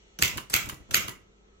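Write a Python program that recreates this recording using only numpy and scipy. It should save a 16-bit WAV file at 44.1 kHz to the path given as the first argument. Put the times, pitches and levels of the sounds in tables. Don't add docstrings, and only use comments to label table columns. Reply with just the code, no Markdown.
import sys
import numpy as np
from scipy import signal
from scipy.fft import rfft, irfft
from scipy.io import wavfile
from scipy.ndimage import uniform_filter1d

SR = 44100
rng = np.random.default_rng(int(sys.argv[2]) if len(sys.argv) > 2 else 0)


def boost(x):
    u = np.asarray(x, float) / 20
    return 10 ** u


def wrap_up_sound(samples):
    columns = np.atleast_2d(samples).T
    tamed = np.clip(columns, -1, 1)
    steps = np.round(tamed * 32767).astype(np.int16)
    wavfile.write(sys.argv[1], SR, steps)


N = 70560

# (time [s], peak level [dB])
STRIKES = [
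    (0.2233, -5),
    (.5392, -3.5),
    (.9436, -4.5),
]
# (time [s], peak level [dB])
BOUNCES = [(0.2328, -18), (0.246, -18.5), (0.256, -19.5), (.277, -22), (0.5476, -23), (0.5553, -28),
           (0.5619, -20), (0.9492, -25), (0.953, -21), (0.9635, -21), (0.967, -22)]
# (time [s], peak level [dB])
PRESSES = [
    (0.187, -31),
    (0.4973, -35.5),
    (0.9077, -34),
]
# (time [s], peak level [dB])
KNOCKS = [
    (0.3776, -27),
    (.383, -30),
    (0.6947, -30),
    (1.081, -29),
]


def evened(x):
    return x / np.sqrt(np.mean(x ** 2) + 1e-20)


def read(points, hz):
    f, value = np.transpose(points)
    return np.interp(np.log(hz + 1), np.log(f + 1), value)


def add(mix, s, sound):
    part = mix[..., round(s * SR):][..., :sound.shape[-1]]
    part += sound[..., :part.shape[-1]]


def shaped(x, points, share=1):
    size = x.shape[-1]
    gain = boost(share * read(points, np.fft.rfftfreq(size, 1 / SR)))
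    return irfft(rfft(x) * gain, size)


def resonate(x, peaks, broad_db):
    out = boost(broad_db) * x
    for k, (hz, width, db) in enumerate(peaks):
        r = np.exp(-np.pi * width / SR)
        poles = [1, -2 * r * np.cos(2 * np.pi * hz / SR), r * r]
        out = out + (-1) ** k * boost(db) * (1 - r) * signal.lfilter([1, 0, -1], poles, x)
    return out


def pair(size):
    same = 0.6
    a, b = rng.standard_normal((2, size))
    return np.array([a, same * a + np.sqrt(1 - same ** 2) * b])


def clicks(table, peaks, rise_s, t60, broad_db, hold_s=0, snap=0):
    t, out = np.arange(1500) / SR, np.zeros((2, N))
    envelope = np.minimum(t / rise_s, 1) * boost(-60 * np.maximum(t - rise_s - hold_s, 0) / t60)
    pulse = snap * np.exp(-((t - rise_s) * SR) ** 2)
    for s, db in table:
        spectra = rfft(pulse + pair(len(t)) * envelope)
        even = spectra / np.sqrt(uniform_filter1d(abs(spectra) ** 2, size=25, axis=1) + 1e-9)
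        one = resonate(irfft(even, len(t)), peaks, broad_db)
        add(out, s, boost(db) * one / abs(one).max())
    return out


def ring(hz, db, t60, rise_s):
    t = np.arange(SR) / SR
    phase = rng.random() + rng.uniform(-0.25, 0.05, (2, 1))
    return boost(db - 60 * t / t60) * (1 - np.exp(-t / rise_s)) * np.sin(2 * np.pi * (hz * t + phase))


def air():
    # (frequency [Hz], density [dB])
    hiss = [(25, -30), (50, -19), (700, -18), (4300, -27), (5000, -35), (5800, -27), (7800, -31),
            (8300, -68)]
    # (centre [Hz], width [Hz], height [dB])
    bumps = [(47.15, 24, 23), (190.3, 45, 14), (400, 170, 13.5), (1290, 45, 11), (2105, 440, 1.8),
             (2940, 250, 4.4), (3360, 130, 3.7), (6100, 600, 2)]
    # (frequency [Hz], correlation [-1..1])
    likeness = [(60, 1), (380, 0.25), (2380, -0.66), (15000, 0.34)]
    # (frequency [Hz], level [dB])
    mains = [
        (50, -62),
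        (202, -69),
        (421, -74.5),
    ]
    level_db, patch_db, early_db, settle_s = -60, 1.3, 5.5, 1.0
    frames, hz = N // 256 + 5, np.fft.rfftfreq(1024, 1 / SR)
    a, b, c, d, patches = rng.standard_normal((frames, 513, 5)).T
    patches = uniform_filter1d(patches, size=8, axis=0)
    patches = evened(uniform_filter1d(patches, size=10, axis=1))
    same = np.clip(read(likeness, hz), -1, 1)[:, None]
    left = a + 1j * b
    z = np.array([left, same * left + np.sqrt(1 - same ** 2) * (c + 1j * d)])
    bumps_db = sum(db / (1 + (2 * (hz - f) / width) ** 2) for f, width, db in bumps)
    early = np.outer(hz > 1800, np.arange(frames) * 256 / SR < settle_s)
    z = z * boost((read(hiss, hz) + bumps_db)[:, None] + patch_db * patches + early_db * early)
    noise = signal.istft(z, nperseg=1024, noverlap=768)[1][:, :N]
    t = np.arange(N) / SR
    hum = sum(boost(db) * np.sin(2 * np.pi * (f * t + rng.random())) for f, db in mains)
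    return hum + boost(level_db) * evened(noise)


def room(x, decay):
    # (frequency [Hz], t60 [s])
    band_t60 = [(150, 1), (700, 0.41), (1840, 0.38), (4850, 0.33), (9000, 0.33), (12800, 0.27)]
    rise_s = 0.0064
    hz, t, z = signal.stft(rng.standard_normal((2, SR)), SR, nperseg=256)
    fade = boost(-60 * t / decay / read(band_t60, hz)[:, None])
    tail = signal.istft(z * fade, SR, nperseg=256)[1][:, :SR]
    tail = tail * (1 - np.exp(-(np.arange(SR) / SR / rise_s) ** 3))
    return signal.fftconvolve(x, tail / np.linalg.norm(tail[0]), axes=1)[:, :N]


def reflections(loud, soft):
    # (frequency [Hz], level [dB])
    answer = [(600, -27.5), (1250, -5), (1750, -10.5), (2250, 4.5), (4000, -13.5), (7200, -9),
              (9700, -36.5), (13000, -17)]
    bursts = clicks(STRIKES + BOUNCES, [], rise_s=0.00046, t60=0.01, broad_db=0)
    spread = shaped(bursts, answer, share=0.67)
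    wet = room(boost(9) * spread + boost(-7.0) * loud, 1) + room(boost(1) * soft, 0.64)
    return wet * boost([[-0.8], [0.8]])


def ports(x):
    # (frequency [Hz], level [dB])
    lean = [(60, 4), (550, -1), (1400, 3.5), (2600, -9.5), (4500, -1.5), (15000, 0.5)]
    lag = 21
    return np.array([shaped(x[0], lean, 1.0), np.roll(shaped(x[1], lean, -0.44), lag)])


def desk():
    # (time [s], peak level [dB], pitch [Hz])
    thuds = [(0.189, -32, 177), (0.204, -42, 90.5), (.223, -24, 79.5), (0.251, -48, 113),
             (0.278, -36.5, 64.4), (.33, -36, 96.5), (0.358, -30.5, 79.6), (0.398, -55, 125),
             (0.503, -42.5, 133), (0.539, -27.5, 79), (0.577, -40, 108), (0.612, -40, 157),
             (0.637, -35, 59), (0.67, -33.5, 84.6), (0.722, -35.5, 70.4), (0.738, -57, 120.4),
             (0.799, -42, 55), (0.888, -40, 60.8), (0.914, -35.5, 75), (0.944, -30.5, 115),
             (0.971, -33.5, 68.6), (0.989, -36, 95), (1.045, -34.5, 83.8), (1.084, -36.5, 126),
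             (1.15, -52, 49.4), (1.2, -57, 47.7), (1.249, -63.5, 50.1)]
    t, out = np.arange(6000) / SR, np.zeros((2, N))
    push_env = boost(-60 * t / 0.07) * (1 - np.exp(-(t / 0.0057) ** 2))
    wood_env = boost(-60 * t / 0.28) * (1 - np.exp(-t / 0.0011))
    for s, db, hz in thuds:
        phase = 0.15 * rng.standard_normal((2, 1))
        push = np.sin(2 * np.pi * (hz * t + phase)) * push_env
        panel = [(hz * 1.5, 60, 2), (370, 90, -5), (560, 150, -12)]
        wood = evened(resonate(pair(len(t)), panel, broad_db=-70)) * wood_env
        add(out, s, boost(db) * (1.56 * push + 0.4 * wood))
    return out


def spring():
    # (time [s], peak level [dB], t60 [s])
    songs = [
        (.72, -45, .09),
        (.765, -56, .1),
        (.822, -59, .09),
        (1.106, -42, .1),
        (1.15, -55, .12),
        (1.195, -62, .16),
    ]
    out = np.zeros((2, N))
    for s, db, t60 in songs:
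        add(out, s, ring(1960, db, t60, rise_s=0.00068))
    return out


def case():
    # (frequency [Hz], level [dB], t60 [s])
    modes = [(380, -19, .15), (1200, -16, .3), (1400, -13, .3), (1485, -10, .12), (2030, -7, .33),
             (2053, -8, .33), (2121, -10, .2), (2162, -3, .2), (2300, -6, .28), (2364, -7, .28),
             (2450, -8, .3), (2720, -8, .2), (3192, -5, .25), (3338, -9, .2)]
    out = np.zeros((2, N))
    for s, db in STRIKES:
        for hz, mode_db, t60 in modes:
            pitch = hz * rng.uniform(0.99, 1.001)
            add(out, s, ring(pitch, db - 23 + mode_db, t60, rise_s=0.007))
        add(out, s, ring(1297, -66, 2.5, rise_s=0.03))
    return out


def rest_ring():
    # (frequency [Hz], level [dB], t60 [s])
    modes = [(1007, -23, .1), (1255, -22, .2), (2800, -24, .3), (2896, -23, .17)]
    out = np.zeros((2, N))
    for s, db in KNOCKS:
        for hz, mode_db, t60 in modes:
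            add(out, s, ring(hz, db + mode_db, t60, rise_s=0.0013))
    return out


def linkage():
    # (frequency [Hz], level [dB])
    rattle = [(180, -30.5), (300, -4), (4240, -10), (4690, -16.5), (5100, -5), (7260, -7.5), (14000, -17.5),
              (16500, -21.5)]
    level_db, rise_db, dip_db = -42, 9, -12
    out = np.zeros((2, N))
    for (start, _), (end, _) in zip(PRESSES, STRIKES):
        u = np.linspace(0, 1, round((end - start) * SR))
        grit = boost(3.0 * evened(uniform_filter1d(rng.standard_normal(len(u)), size=30)))
        level = boost(level_db + dip_db * np.sin(np.pi * u) + rise_db * u ** 3) * np.minimum(8 * u, 1)
        add(out, start, level * evened(shaped(pair(len(u)) * grit, rattle)))
    return out


def knocks():
    # (frequency [Hz], width [Hz], level [dB])
    rest = [(1010, 180, 3.5), (1280, 370, 1.5), (1788, 480, -4), (2888, 350, 1.5), (4070, 2100, -14.5),
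            (7310, 620, -9.5)]
    return clicks(KNOCKS, rest, rise_s=0.0017, t60=0.02, broad_db=-17.5)


def ticks():
    # (time [s], peak level [dB])
    falls = [
        (0.3728, -28.5),
        (.689, -30.5),
        (0.698, -31),
        (0.658, -38.5),
        (0.743, -44),
        (1.0795, -33.5),
        (1.092, -33.5),
    ]
    # (frequency [Hz], width [Hz], level [dB])
    metal = [(3380, 1200, -19), (7100, 200, 5), (9460, 230, -1), (11600, 2000, -2.5), (13700, 630, -5),
             (14800, 470, -5)]
    return clicks(falls, metal, rise_s=0.0003, t60=0.0199, broad_db=-10)


def key_taps():
    # (frequency [Hz], width [Hz], level [dB])
    key_tops = [
        [(1450, 200, -3), (2880, 460, -1.5), (4650, 220, -5.5), (5500, 200, 0), (6100, 460, -0.5),
         (11500, 320, -6.5), (13800, 490, -6)],
        [(4570, 280, -5), (7740, 530, -1.5), (9380, 260, -5.5), (9900, 180, -7), (11800, 350, -2),
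         (13500, 280, -10.5), (15000, 230, -13)],
        [(1390, 260, -2), (3540, 420, 0), (5900, 260, 0.5), (7150, 230, -1), (9520, 510, -15),
         (11800, 560, -4.5), (13600, 460, -9)],
    ]
    return sum(clicks([press], key, rise_s=0.0018, t60=0.04, broad_db=-24.5)
               for press, key in zip(PRESSES, key_tops))


def grazes():
    # (time [s], peak level [dB])
    touches = [
        (.2192, -22),
        (.5350, -24),
        (.9402, -24),
    ]
    # (frequency [Hz], width [Hz], level [dB])
    guide = [(2400, 900, -4.5), (4300, 990, -4), (6640, 370, -2.5), (12860, 900, -7.5)]
    return clicks(touches, guide, rise_s=0.00088, t60=0.057, broad_db=-19.5)


def chinks():
    # (time [s], peak level [dB])
    touches = [(.2325, -18), (.2468, -22), (.2544, -33.5), (.2778, -39), (.5490, -21), (.5622, -16),
               (.953, -16), (.9655, -21), (.9675, -19), (.973, -24.5)]
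    # (frequency [Hz], width [Hz], level [dB])
    bars = [(2306, 690, -9), (6400, 400, -11), (12200, 890, 4), (14600, 900, -9)]
    return clicks(touches, bars, rise_s=0.0011, t60=0.0063, broad_db=-30.5)


def bounces():
    # (frequency [Hz], width [Hz], level [dB])
    rebound = [(2320, 130, -3), (3270, 470, 0), (6370, 910, -4), (12450, 430, -4.5), (14800, 360, -15.5)]
    return clicks(BOUNCES, rebound, rise_s=0.00096, t60=0.034, broad_db=-27.5)


def slaps():
    # (frequency [Hz], width [Hz], level [dB])
    slug = [(620, 300, -15), (1150, 300, -10), (1480, 350, 2), (2580, 800, 1), (3400, 350, -4),
            (4320, 500, 0), (5250, 450, -6), (6400, 600, -4), (7400, 900, 1), (9400, 900, -16),
            (12800, 600, -3), (15200, 700, -11)]
    return clicks(STRIKES, slug, rise_s=0.0003, t60=0.006, broad_db=-22.5, hold_s=0.0017, snap=4)


def scene():
    loud = slaps() + bounces() + grazes() + chinks()
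    soft = key_taps() + ticks() + knocks() + linkage()
    ringing = case() + rest_ring() + spring()
    direct = ports(boost(3.5) * loud + boost(7.5) * soft + ringing)
    return direct + reflections(loud, soft) + desk() + air()


def roll_off(x):
    return signal.sosfilt(signal.butter(12, 16800, fs=SR, output="sos"), x)


def record(dry):
    low = signal.sosfilt(signal.butter(2, 22, "highpass", fs=SR, output="sos"), dry)
    bent = np.tanh(low * 0.9) / 0.9
    edge = signal.firwin(151, 16100, window=("kaiser", 9), fs=SR)
    return roll_off(signal.oaconvolve(bent, edge[None], "same"))


dry = scene()
out = record(dry)
wrap_up_sound(out)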